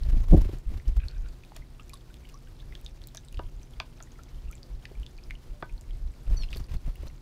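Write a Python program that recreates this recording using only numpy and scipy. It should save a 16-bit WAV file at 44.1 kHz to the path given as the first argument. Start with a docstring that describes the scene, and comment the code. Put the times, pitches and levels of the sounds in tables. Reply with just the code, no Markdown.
"""Pot fountain with small birds

Water plinks, spatters and gurgles in a basin, made of damped rings that climb in pitch and noise cracks.
Blows ring the modes of a hollow pot; close wings and wind are low turbulence and swings at the microphone.
One bird chirps with two mixing whistles, and another gives a harsh call of pulsed noise through throat resonances.
Behind them lie the hum of the pump in sine harmonics, a wash of water, the still yard and faint falling tones.
"""
import sys
import numpy as np
from scipy import signal
from scipy.fft import rfft, irfft
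from scipy.io import wavfile
from scipy.ndimage import uniform_filter1d

SR = 44100
rng = np.random.default_rng(int(sys.argv[2]) if len(sys.argv) > 2 else 0)


def transcribe(signal):
    """Save signal, clipped to [-1, 1], as a 16-bit WAV file at the path in sys.argv[1]."""
    frames = np.atleast_2d(signal).T
    limited = np.clip(frames, -1, 1)
    pcm = np.round(limited * 32767).astype(np.int16)
    wavfile.write(sys.argv[1], SR, pcm)


N = 317961
T = np.arange(N) / SR

# The clearest short rings: bubbles in the basin, and the ping of the tap at 3.80 s.
# Each row: start in seconds, peak in dB, pitch in Hz, cycles until the ring is 60 dB down.
CLEAR_RINGS = [(.035, -37, 4200, 20), (.777, -44, 4000, 13), (0.7996, -43, 1950, 18),
               (.881, -37.5, 5340, 12), (1.0843, -30.5, 4260, 29), (1.113, -42, 4250, 18),
               (1.288, -46, 4500, 31), (1.286, -48, 7350, 25), (1.4364, -44.5, 2450, 29),
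               (1.45, -45, 3900, 13), (1.5199, -41, 810, 16), (1.621, -51.5, 1960, 81),
               (1.7952, -48, 1177, 66), (1.7977, -40.5, 2680, 32), (1.899, -46, 2330, 49),
               (1.935, -42.5, 1067, 39), (1.94, -42, 3670, 28), (1.955, -47, 3460, 28),
               (1.974, -48, 4300, 23), (2.101, -55, 1400, 65), (2.248, -54, 2120, 49),
               (2.272, -53, 2750, 30), (2.253, -46, 2880, 33), (2.341, -50, 1060, 100),
               (2.3428, -41.5, 5600, 33), (2.471, -58, 1460, 70), (2.473, -54, 2750, 40),
               (2.601, -46.5, 3300, 56), (2.607, -46, 3740, 24), (2.626, -56, 1610, 55),
               (2.724, -43, 1990, 43), (2.731, -55, 2370, 70), (2.7527, -32, 3300, 18),
               (2.754, -50, 1670, 30), (2.848, -41, 6700, 21), (2.8632, -30, 3620, 23),
               (2.88, -49, 4300, 26), (3.0178, -42, 3400, 15), (3.039, -39, 4100, 18),
               (3.086, -44, 3900, 24), (3.1713, -30, 6000, 35), (3.175, -34, 3660, 31),
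               (3.176, -47.5, 1640, 37), (3.249, -45, 7860, 34), (3.285, -43, 3730, 29),
               (3.2845, -46, 8000, 31), (3.328, -48, 2750, 26), (3.376, -46, 3600, 26),
               (3.344, -43, 2600, 21), (3.346, -45, 4420, 26), (3.3728, -38.5, 2950, 18),
               (3.393, -37.5, 2780, 24), (3.6314, -44, 5900, 40), (3.736, -48.5, 3200, 40),
               (3.801, -25, 2440, 23), (4.0042, -42.5, 1280, 35), (4.026, -35, 6530, 39),
               (4.035, -43, 6860, 34), (4.072, -54, 1820, 45), (4.1195, -47.5, 6300, 48),
               (4.191, -45, 1290, 56), (4.386, -58, 2950, 50), (4.475, -57, 2540, 55),
               (4.503, -52.5, 1220, 110), (4.5247, -44, 6000, 36), (4.529, -42.5, 2280, 38),
               (4.5536, -41, 7400, 34), (4.58, -48, 3200, 16), (4.631, -37, 4600, 27),
               (4.953, -51, 2220, 60), (5.032, -41.5, 2930, 32), (5.0646, -34, 3420, 14),
               (5.066, -48, 3330, 70), (5.179, -45, 4350, 28), (5.1855, -45, 2360, 40),
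               (5.2378, -42.5, 4970, 32), (5.3012, -44, 2200, 26), (5.3084, -27.5, 2100, 18),
               (5.315, -44, 2140, 60), (5.353, -43, 2850, 43), (5.696, -51, 2300, 45),
               (5.779, -47.5, 4100, 50), (5.9085, -45, 3120, 26), (6.424, -37, 3370, 17),
               (6.4352, -30.5, 2700, 13), (6.439, -42, 2610, 60), (6.4884, -43.5, 3080, 27),
               (6.5299, -27.5, 2660, 17), (6.533, -37, 2470, 36), (6.537, -40, 3800, 28),
               (6.548, -37, 3500, 25), (6.549, -40, 4700, 39), (6.572, -36.5, 4360, 45),
               (6.599, -44, 5370, 26), (6.6424, -43.5, 4600, 32), (6.769, -46, 4200, 33),
               (6.957, -48.5, 2680, 58), (7.077, -44, 4030, 45), (7.0825, -42.5, 5800, 27)]
# Splashes in the shallow basin. Each row: start in seconds, length in seconds,
# greatest droplet peak in dB, centre of the droplet pitches in Hz.
BASIN_SPLASHES = [(1.56, 0.013, -41.5, 3080), (1.934, 0.01, -37, 6100), (2.286, 0.014, -47, 3750),
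                  (3.146, 0.027, -49, 2860), (4.853, 0.003, -37, 2980), (6.503, 0.016, -44, 5060),
                  (6.526, 0.017, -43, 3260), (6.548, 0.012, -52, 4540), (6.57, 0.012, -52, 5060),
                  (6.738, 0.0086, -49, 3540)]
# The loudest drops that slap the wet glaze. Each row: start in seconds, peak in dB, centre of the colour in Hz.
GLAZE_SLAPS = [(.377, -35, 8000), (0.416, -49, 5500), (.421, -51, 4500), (.586, -45, 10000),
               (1.565, -34, 8850), (1.895, -35, 7650), (1.939, -42, 9900), (2.142, -39, 2430),
               (2.291, -41.5, 12000), (2.813, -41, 10000), (3.072, -30.5, 10900), (3.148, -33.5, 6240),
               (3.158, -43, 6500), (3.326, -41, 9900), (3.709, -48, 6000), (4.235, -37.5, 6400),
               (4.513, -36.5, 11000), (4.8546, -48, 3970), (4.999, -44, 4970), (5.811, -38, 5400),
               (6.507, -46, 4800), (6.521, -46, 11000), (6.56, -41, 12000), (6.57, -35, 12100),
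               (6.581, -39, 11500), (6.588, -45, 14000), (6.956, -41, 11360)]
# Beak and claws on the pot. Each row: start in seconds, peak in dB, contact cutoff in Hz,
# ring favoured by the place struck in Hz, weight of the deep modes in dB.
POT_BLOWS = [(1.5635, -44, 2000, 630, -9), (3.147, -43, 1800, 650, -1), (3.393, -25.5, 1400, 966, 6.5),
             (3.8007, -24, 4860, 1044, -11), (4.003, -42, 3130, 1440, -4), (4.188, -51, 2000, 2000, -4),
             (4.912, -38.5, 474, 380, 2), (5.6252, -24.5, 1980, 1490, 2), (6.88, -44, 580, 556, 2),
             (7.03, -36.5, 734, 656, 15), (7.069, -42.5, 695, 566, -1)]
# Modes of the pot. Each row: frequency in Hz, relative level in dB, time to fall 60 dB in seconds.
POT_MODES = [(140, -10.5, 0.15), (324, 0, 0.038), (402, -0.5, 0.03), (562, -1, 0.029), (640, -1, 0.07),
             (756, 3.5, 0.027), (902, 0.5, 0.042), (974, -12, .15), (1042, -9.5, 0.092), (1217, 6.5, 0.027),
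             (1468, -12, 0.089), (1518, -11.5, .125), (1650, 4.5, 0.016), (1990, -6.5, 0.039),
             (2270, -13, .09), (2530, 7, 0.0049), (3400, 9.5, 0.012), (4760, 18.5, 0.0035)]
# Bursts of wingbeats. Each row: start in seconds, end in seconds, beats per second,
# feather swish in dB, reference level of the pushed air in dB.
WINGBEAT_BURSTS = [(-.02, 0.27, 26.5, -47, -20), (0.273, 0.482, 23.3, -48.5, -18.5),
                   (0.419, 0.599, 25.4, -48, -31.5), (0.664, 0.792, 24.4, -52, -28),
                   (0.852, 0.935, 25.6, -52, -26.5), (6.264, 6.481, 28.2, -49, -28),
                   (6.489, 6.651, 25.3, -48, -28), (6.684, 6.772, 31.6, -45, -34),
                   (6.828, 6.93, 26.8, -54, -32), (6.994, 7.095, 25.3, -51.5, -35)]
# Short feathery bursts of noise: hard wing strokes, and one splash near 6.51 s.
# Each row: peak time in seconds, half length in seconds, feathery noise in dB, low puff in dB.
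FEATHERY_BURSTS = [(0.061, 0.0049, -58, -40), (0.103, 0.0066, -50, -48), (0.14, 0.0098, -70, -36.5),
                   (0.149, 0.0021, -58, -44), (0.173, 0.0065, -69, -40.5), (0.207, 0.0098, -59, -58),
                   (.24, 0.012, -51, -61), (0.286, 0.0053, -49, -50), (0.31, 0.013, -49.5, -39),
                   (0.324, .003, -53, -22), (0.335, 0.0061, -47, -10.5), (0.348, 0.0067, -46, -9.5),
                   (0.378, 0.015, -49, -23), (0.417, 0.0072, -43.5, -35), (0.456, 0.0055, -55, -29),
                   (0.495, 0.0043, -66, -31), (0.534, 0.0057, -49, -35), (0.57, 0.0061, -67, -42),
                   (0.721, 0.0095, -58, -40.5), (0.887, 0.0092, -55.5, -43), (0.971, 0.0067, -48, -46),
                   (6.278, 0.0035, -53, -52), (6.31, 0.014, -53, -44), (6.345, 0.0075, -53.5, -41),
                   (6.511, 0.0059, -52.5, -62), (6.564, 0.0067, -50, -38), (6.602, 0.0065, -51.5, -41.5),
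                   (6.741, 0.0023, -44, -41), (6.88, 0.007, -57, -38.5), (7.07, 0.0039, -52, -40.5)]
# Spectra of noise: feather swish, feathery bursts, wing wake, turbulent air, wash of water.
# Each row: frequency in Hz, relative level in dB.
SWISH_SPECTRUM = [(100, 32.5), (300, 9.5), (600, 8), (1200, 4.5), (2500, 2), (5000, -4), (8000, -11),
                  (15000, -12.5)]
BURST_SPECTRUM = [(400, 16), (1200, 8), (2500, 1.5), (5000, 0), (8000, -6), (15000, -9)]
WAKE_SPECTRUM = [(70, 0.5), (120, 8), (230, 2.5), (310, 1), (460, -12), (650, -12.5), (1300, -40.5),
                 (2300, -88)]
AIR_SPECTRUM = [(15, -8), (29, 4), (50, -2), (75, -8.5), (105, -15), (200, -34), (400, -57), (900, -70)]
WASH_SPECTRUM = [(300, 7.5), (900, -0.5), (2500, -7), (4800, -7.5), (8000, -15), (15000, -17)]
# A chirp from both sides of the syrinx. Each row: time in seconds, low voice in Hz, high voice in Hz,
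# low voice in dB, high voice in dB.
CHIRP_COURSE = [(6.362, 4800, 6400, -75, -90), (6.371, 4540, 6020, -45.5, -43.5),
                (6.382, 4450, 5820, -44, -47), (6.388, 4480, 5700, -73, -72), (6.394, 4500, 5650, -46, -65),
                (6.412, 4340, 5700, -49, -52), (6.428, 4250, 5350, -47, -54), (6.444, 4100, 5040, -48, -52),
                (6.452, 4050, 4900, -82, -91)]
# Overtones of the chirp. Each row: multiple of the low voice, multiple of the high voice.
CHIRP_OVERTONES = [(2, 0), (-1, 2), (1, 1), (0, 2), (3, 0)]
# Level of each overtone in dB against the low voice.
CHIRP_OVERTONE_DB = [-24, -30, -27, -30, -28]
# Course of the harsh call. Each row: time in seconds, level in dB.
RASP_COURSE = [(.99, -85), (.999, -49), (1.014, -59), (1.037, -54.5), (1.047, -61), (1.075, -68),
               (1.105, -60.5), (1.15, -67), (1.165, -59), (1.205, -85), (1.235, -68), (1.26, -57.5),
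               (1.3, -77)]
# Throat resonances of that call. Each row: frequency in Hz, width in Hz, relative level in dB.
THROAT_RESONANCES = [(1540, 370, 2), (2450, 400, 0), (3700, 440, -12)]
# Thumps of moving air on the microphone, from close wings or wind. Each row: peak time in seconds,
# half length in seconds, reference level in dB.
AIR_THUMPS = [(0.13, 0.02, -16), (0.347, 0.042, -6), (0.685, 0.016, -24), (0.75, 0.017, -25),
              (0.879, 0.016, -21.5), (0.981, 0.017, -16.5), (1.053, 0.024, -27), (1.216, 0.09, -30.5),
              (1.606, 0.039, -37.5), (2.737, 0.33, -41), (3.409, 0.059, -27.5), (3.578, 0.067, -39.5),
              (3.77, 0.047, -39), (4.378, 0.047, -35), (4.47, 0.027, -26), (4.75, 0.04, -31),
              (5.007, 0.042, -30), (5.3, 0.15, -39), (5.507, 0.032, -34), (5.741, 0.026, -33),
              (5.932, 0.061, -33), (6.06, 0.052, -29.5), (6.29, 0.014, -26.5), (6.326, 0.048, -21),
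              (6.75, 0.03, -25)]
# Faint thin tones. Each row: middle in seconds, half length in seconds, pitch at the middle in Hz,
# glide in Hz per second, rms at the middle in dB.
THIN_TONES = [(4.641, 0.078, 534, -650, -64), (5.563, 0.032, 600, -250, -62.5),
              (5.742, .1, 928, -180, -69.5)]
# Hum of the pump. Each row: frequency in Hz, mean rms in dB.
PUMP_HARMONICS = [(120, -59), (240, -68.5), (360, -73.5)]
# Spectrum of the still yard. Each row: frequency in Hz, relative level in dB per Hz.
YARD_SPECTRUM = [(40, 30), (90, 17.5), (150, 24), (220, 20.5), (340, 19), (520, 11), (800, 7), (1400, -0.5),
                 (3000, -5), (6000, -8), (10000, -13.5), (15500, -24)]


def undb(db):
    """Decibels are a logarithmic measure: convert them to amplitude gain."""
    return 10 ** (np.asarray(db) / 20)


def unit(x):
    """Normalise the power: scale to rms 1."""
    return x / np.sqrt(np.mean(x ** 2))


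def curves(table):
    """Linear interpolation: join each column of a table by straight lines in time."""
    s, *columns = np.transpose(table)
    return [np.interp(T, s, c) for c in columns]


def noise(spectrum):
    """Spectral shaping: weight white noise by (Hz, dB) points and scale it to rms 1."""
    hz, db = np.transpose(spectrum)
    f = np.maximum(np.fft.rfftfreq(N, 1 / SR), 1)
    gain = undb(np.interp(np.log(f), np.log(hz), db))
    # beyond the outer points the level falls by 12 dB per octave
    gain = gain * np.minimum(f / hz[0], 1) ** 2 * np.minimum(hz[-1] / f, 1) ** 2
    return unit(irfft(rfft(rng.standard_normal(N)) * gain, N))


def band(x, hz, width):
    """Simple resonance: a second-order peak with gain 1 at its centre."""
    centre_hz = min(hz, SR / 2 - 2000)
    b, a = signal.iirpeak(centre_hz, hz / min(width, SR / 3), fs=SR)
    return signal.lfilter(b, a, x)


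def walk(rate):
    """Slow random fluctuation: smoothed random steps, scaled to rms 1."""
    k = max(int(SR / rate), 1)
    steps = np.repeat(rng.standard_normal(N // k + 1), k)[:N]
    return unit(uniform_filter1d(steps, k))


def swell(s, length):
    """Gaussian envelope: a bell-shaped rise and fall about time s."""
    return np.exp(-np.minimum(((T - s) / length) ** 2, 20))


def add(out, s, sound):
    """Superposition: mix a sound in at time s."""
    i = int(np.clip(s * SR, 0, N - 1))
    out[i:i + len(sound)] += sound[:N - i]


def bubble(hz, t60, rise_per_cycle=0.0076, birth_share=0.0097):
    """Damped bubble oscillation: it rings once and climbs in pitch as it nears the surface."""
    t = T[:SR // 10]
    cycles = hz * t
    birth = 1 - np.exp(-t / (birth_share * t60))
    phase = 2 * np.pi * (cycles + rise_per_cycle * cycles ** 2 / 2)
    ring = np.gradient(np.sin(phase) * undb(-60 * t / t60) * birth)
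    return ring / np.abs(ring).max()


def plinks(after_db=-17, after_t60=0.0053, tick_db=-15, tick_t60=0.011,
           lead_s=0.001203, rise=.006, rise_slope=0.34):
    """Impact and damped ringing: a tick, a clear ring (a bubble, or once the pot tap's ping), a weaker ring."""
    out, t = np.zeros(N), T[:SR // 50]
    chances = rng.random((len(CLEAR_RINGS), 2))
    for (s, db, hz, cycles), (lag, size) in zip(CLEAR_RINGS, chances):
        grit = rng.standard_normal(len(t)) * undb(-60 * t / tick_t60)
        tick = band(grit, 1.4 * hz, 1.4 * hz)
        add(out, s - lead_s, undb(db + tick_db) * tick / np.abs(tick).max())
        # the louder the ring, the steadier its pitch
        rise_per_cycle = rise * undb(-rise_slope * (db + 46))
        add(out, s, undb(db) * bubble(hz, cycles / hz, rise_per_cycle))
        after = bubble(hz * (0.86 + 0.19 * size), after_t60)
        add(out, s + 0.002 + 0.0065 * lag, undb(db + after_db) * after)
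    return out


def burble(count=70, db=-51, spread_db=7, low_hz=2400, high_hz=8500, cycles=20):
    """Repeated bubble resonance: softer, short bubbles keep surfacing, about ten each second."""
    out = np.zeros(N)
    for k, (when, pitch, depth) in enumerate(rng.random((count, 3))):
        hz = low_hz * (high_hz / low_hz) ** pitch
        start = (k + when) / count * N / SR
        add(out, start, undb(db - spread_db * depth) * bubble(hz, cycles / hz))
    return out


def trickle(count=800, db=-63, spread_db=3.5, low_hz=2000, high_hz=12000, cycles=26):
    """Random superposition: many tiny bubbles where the jet falls back, few of them loud."""
    out = np.zeros(N)
    for when, pitch, size, life in rng.random((count, 4)):
        hz = low_hz * (high_hz / low_hz) ** pitch
        level_db = db - spread_db * np.log(size + 0.017)
        add(out, when * N / SR, undb(level_db) * bubble(hz, cycles * (.5 + life) / hz))
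    return out


def splashes(count=8, octaves=1.71, cycles=17, spread_db=6):
    """Break-up into droplets: a splash throws a handful, each with a brief ring of its own."""
    out = np.zeros(N)
    chances = rng.random((len(BASIN_SPLASHES), count, 3))
    for (s, length, db, centre), droplets in zip(BASIN_SPLASHES, chances):
        for when, pitch, size in droplets:
            hz = centre * 2 ** (octaves * (pitch - .5))
            add(out, s + length * when, undb(db - spread_db * size) * bubble(hz, cycles / hz))
    return out


def spats(t60=0.0034, spray_db=-21, spray_t60=0.021):
    """Impact noise: a drop slaps the glaze with a sharp crack and a little longer-lasting spray."""
    out, t = np.zeros(N), T[:SR // 25]
    decay = undb(-60 * t / t60) + undb(spray_db - 60 * t / spray_t60)
    for s, db, hz in GLAZE_SLAPS:
        crack = band(rng.standard_normal(len(t)) * decay, hz, 0.8 * hz)
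        add(out, s, undb(db) * crack / np.abs(crack).max())
    return out


def gurgle(count=60, db=-60, spread_db=8, low_hz=300, high_hz=1000, cycles=36):
    """Size and pitch: large, slow bubbles glug faintly at low pitch where the water drains."""
    out = np.zeros(N)
    for when, pitch, depth in rng.random((count, 3)):
        hz = low_hz * (high_hz / low_hz) ** pitch
        add(out, when * N / SR, undb(db - spread_db * depth) * bubble(hz, cycles / hz, 0.0038))
    return out


def hollow_boom(hz=141.2, width_hz=20.4, db=-60):
    """Cavity resonance: the air in the pot booms softly, as noise through two equal resonances."""
    once = band(rng.standard_normal(N), hz, width_hz)
    return undb(db) * unit(band(once, hz, width_hz))


def taps(rattle_db=-8, rattle_t60=0.029, favour_db=9, favour_width_hz=40, deep_hz=600):
    """Modal excitation: the place struck weights the pot's modes, and a soft contact dulls the high ones."""
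    out, t = np.zeros(N), T[:SR // 5]
    # neighbouring modes of the wall push the air in opposite directions
    modes = np.array([(-1) ** k * undb(db - 60 * t / t60) * np.sin(2 * np.pi * hz * t)
                      for k, (hz, db, t60) in enumerate(POT_MODES)])
    mode_hz = np.array(POT_MODES)[:, 0]
    for s, db, contact_hz, favoured_hz, deep_db in POT_BLOWS:
        favour = np.exp(-((mode_hz - favoured_hz) / favour_width_hz) ** 2)
        mix_db = favour_db * favour + deep_db * (mode_hz < deep_hz)
        rattle = rng.standard_normal(len(t)) * undb(rattle_db - 60 * t / rattle_t60)
        contact = signal.butter(3, contact_hz, fs=SR, output="sos")
        blow = signal.sosfilt(contact, undb(mix_db) @ modes + rattle)
        add(out, s, undb(db) * blow / np.abs(blow).max())
    return out


def eddies():
    """Turbulent pressure: low noise at the microphone, evened out in strength."""
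    air = noise(AIR_SPECTRUM)
    return air / np.sqrt(uniform_filter1d(air ** 2, SR // 16))


def wings(beat_db=-2, eddy_db=-5, swish_depth=0.33, wake_db=-21, sharpness=3, surge_db=2.0, linger_s=0.019):
    """Periodic forcing: each beat pushes air, swishes feathers and sheds a puff; stirred air settles slowly."""
    push, swish, stir, wake = np.zeros((4, N))
    for start, end, rate, feather_db, air_db in WINGBEAT_BURSTS:
        progress = np.clip((T - start) / (end - start), 0, 1)
        # some beats are harder than others
        window = undb(surge_db * walk(rate)) * np.sqrt(np.sin(np.pi * progress).clip(0))
        turn = 2 * np.pi * rate * (T - start) + 0.92 * walk(25)
        air = window * undb(air_db)
        push += air * (np.sin(turn) + 0.46 * np.sin(2 * turn))
        stir += air
        wake += air * np.exp(sharpness * (np.cos(turn) - 1))
        swish += window * undb(feather_db) * (1 + swish_depth * np.cos(turn))
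    keep = np.exp(-1 / (linger_s * SR))
    stir = signal.lfilter([1 - keep], [1, -keep], stir)
    buffet = undb(beat_db) * np.sqrt(2) * push
    buffet += undb(eddy_db) * stir * eddies()
    buffet += undb(wake_db) * wake * noise(WAKE_SPECTRUM)
    return buffet + swish * undb(2 * walk(250)) * noise(SWISH_SPECTRUM)


def feathery_bursts(rustle_db=2.0):
    """Shaped noise: hard wing strokes, and one splash, give a rustling burst with a low puff beneath."""
    rustle, puff = np.zeros((2, N))
    for s, length, rustling_db, puff_db in FEATHERY_BURSTS:
        burst = swell(s, length)
        rustle += undb(rustling_db) * burst
        puff += undb(puff_db) * burst
    grain = undb(rustle_db * walk(400)) * noise(BURST_SPECTRUM)
    return rustle * grain + puff * noise(WAKE_SPECTRUM)


def chirp():
    """Combination tones: two whistles fall together and mix in the throat into a stack of overtones."""
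    low_hz, high_hz, low_db, high_db = curves(CHIRP_COURSE)
    low, high = (2 * np.pi * np.cumsum(hz * (1 + 0.0033 * walk(400))) / SR for hz in (low_hz, high_hz))
    stack = sum(undb(db) * np.sin(a * low + b * high)
                for (a, b), db in zip(CHIRP_OVERTONES, CHIRP_OVERTONE_DB))
    voices = undb(low_db) * (np.sin(low) + stack) + undb(high_db) * np.sin(high)
    return voices * (T > CHIRP_COURSE[0][0]) * (T < CHIRP_COURSE[-1][0])


def rasp(pulse_hz=65, depth=0.36, waver_db=1.0):
    """Source and filter: pulsed hoarse noise passes three throat resonances that waver in strength."""
    db, = curves(RASP_COURSE)
    pulses = 1 + depth * np.sin(2 * np.pi * pulse_hz * T + walk(29.1))
    source = rng.standard_normal(N) * pulses
    throat = sum(undb(g + waver_db * walk(35.05)) * band(band(source, hz, w), hz, w)
                 for hz, w, g in THROAT_RESONANCES)
    return undb(db) * unit(throat) * (T > RASP_COURSE[0][0]) * (T < RASP_COURSE[-1][0])


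def echoes(x, db=-15, t60=0.12):
    """Diffuse reflection: scattered returns from fence and gravel, dull in the treble."""
    t = T[:SR // 2]
    tail = band(rng.standard_normal(len(t)), 1300, 12000) * undb(-60 * t / t60) * (t > .004)
    return undb(db) * signal.fftconvolve(x, tail / np.sqrt(np.sum(tail ** 2)))[:N]


def air_buffets(breeze_db=-50, rise_db_per_s=0.62, waver_db=1.5,
                roll_hz=32.07, roll_db=-3, eddy_db=-4, wander=1.0):
    """Air pressure: a slowly freshening breeze, and thumps from close wings or wind, buffet the microphone."""
    breeze = undb(breeze_db + rise_db_per_s * T + waver_db * walk(13))
    thumps = np.sqrt(sum((undb(db) * swell(s, length)) ** 2 for s, length, db in AIR_THUMPS))
    # each thump carries a train of deep pressure swings
    roll = np.sqrt(2) * np.sin(2 * np.pi * roll_hz * T + wander * walk(30))
    return np.hypot(breeze, undb(eddy_db) * thumps) * eddies() + undb(roll_db) * thumps * roll


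def faint_tones():
    """Frequency glide: soft, slightly falling sine tones swell and fade."""
    out = np.zeros(N)
    for s, length, hz, glide, db in THIN_TONES:
        pitch = hz * (1 + 0.0081 * walk(40)) + glide * (T - s)
        tone = np.sin(2 * np.pi * np.cumsum(pitch) / SR)
        out += np.sqrt(2) * undb(db) * swell(s, length) * tone
    return out


def pump_hum():
    """Harmonic series: the pump's mains hum, its partials wavering in level and phase."""
    return sum(np.sqrt(2) * undb(db + walk(9.9)) * np.sin(2 * np.pi * hz * T + 0.7 * walk(3.3))
               for hz, db in PUMP_HARMONICS)


def wash(db=-63):
    """Flow noise: the soft, wavering wash of water down the pot."""
    return undb(db + 0.15 * walk(25) + 1.54 * walk(70)) * noise(WASH_SPECTRUM)


def yard(db=-58.5):
    """Ambient noise: the still yard, nearly steady in level."""
    return undb(db + 0.15 * walk(6.1)) * noise(YARD_SPECTRUM)


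def scene():
    """Superposition: water, pot and bird voices are echoed by the yard; the other layers are not."""
    water = plinks() + burble() + trickle() + splashes() + spats() + gurgle()
    echoed = water + hollow_boom() + taps() + chirp() + rasp()
    unechoed = wings() + feathery_bursts() + air_buffets()
    background = faint_tones() + pump_hum() + wash() + yard()
    return (echoed + echoes(echoed) + unechoed + background)[None]


def record(dry, top_hz=15500):
    """Saturation and band limit: large pressure peaks are rounded and the top is cut steeply."""
    rounded = .95 * np.tanh(dry / .95)
    return signal.sosfilt(signal.ellip(8, .2, 70, top_hz, fs=SR, output="sos"), rounded)


dry = scene()
out = record(dry)
transcribe(out)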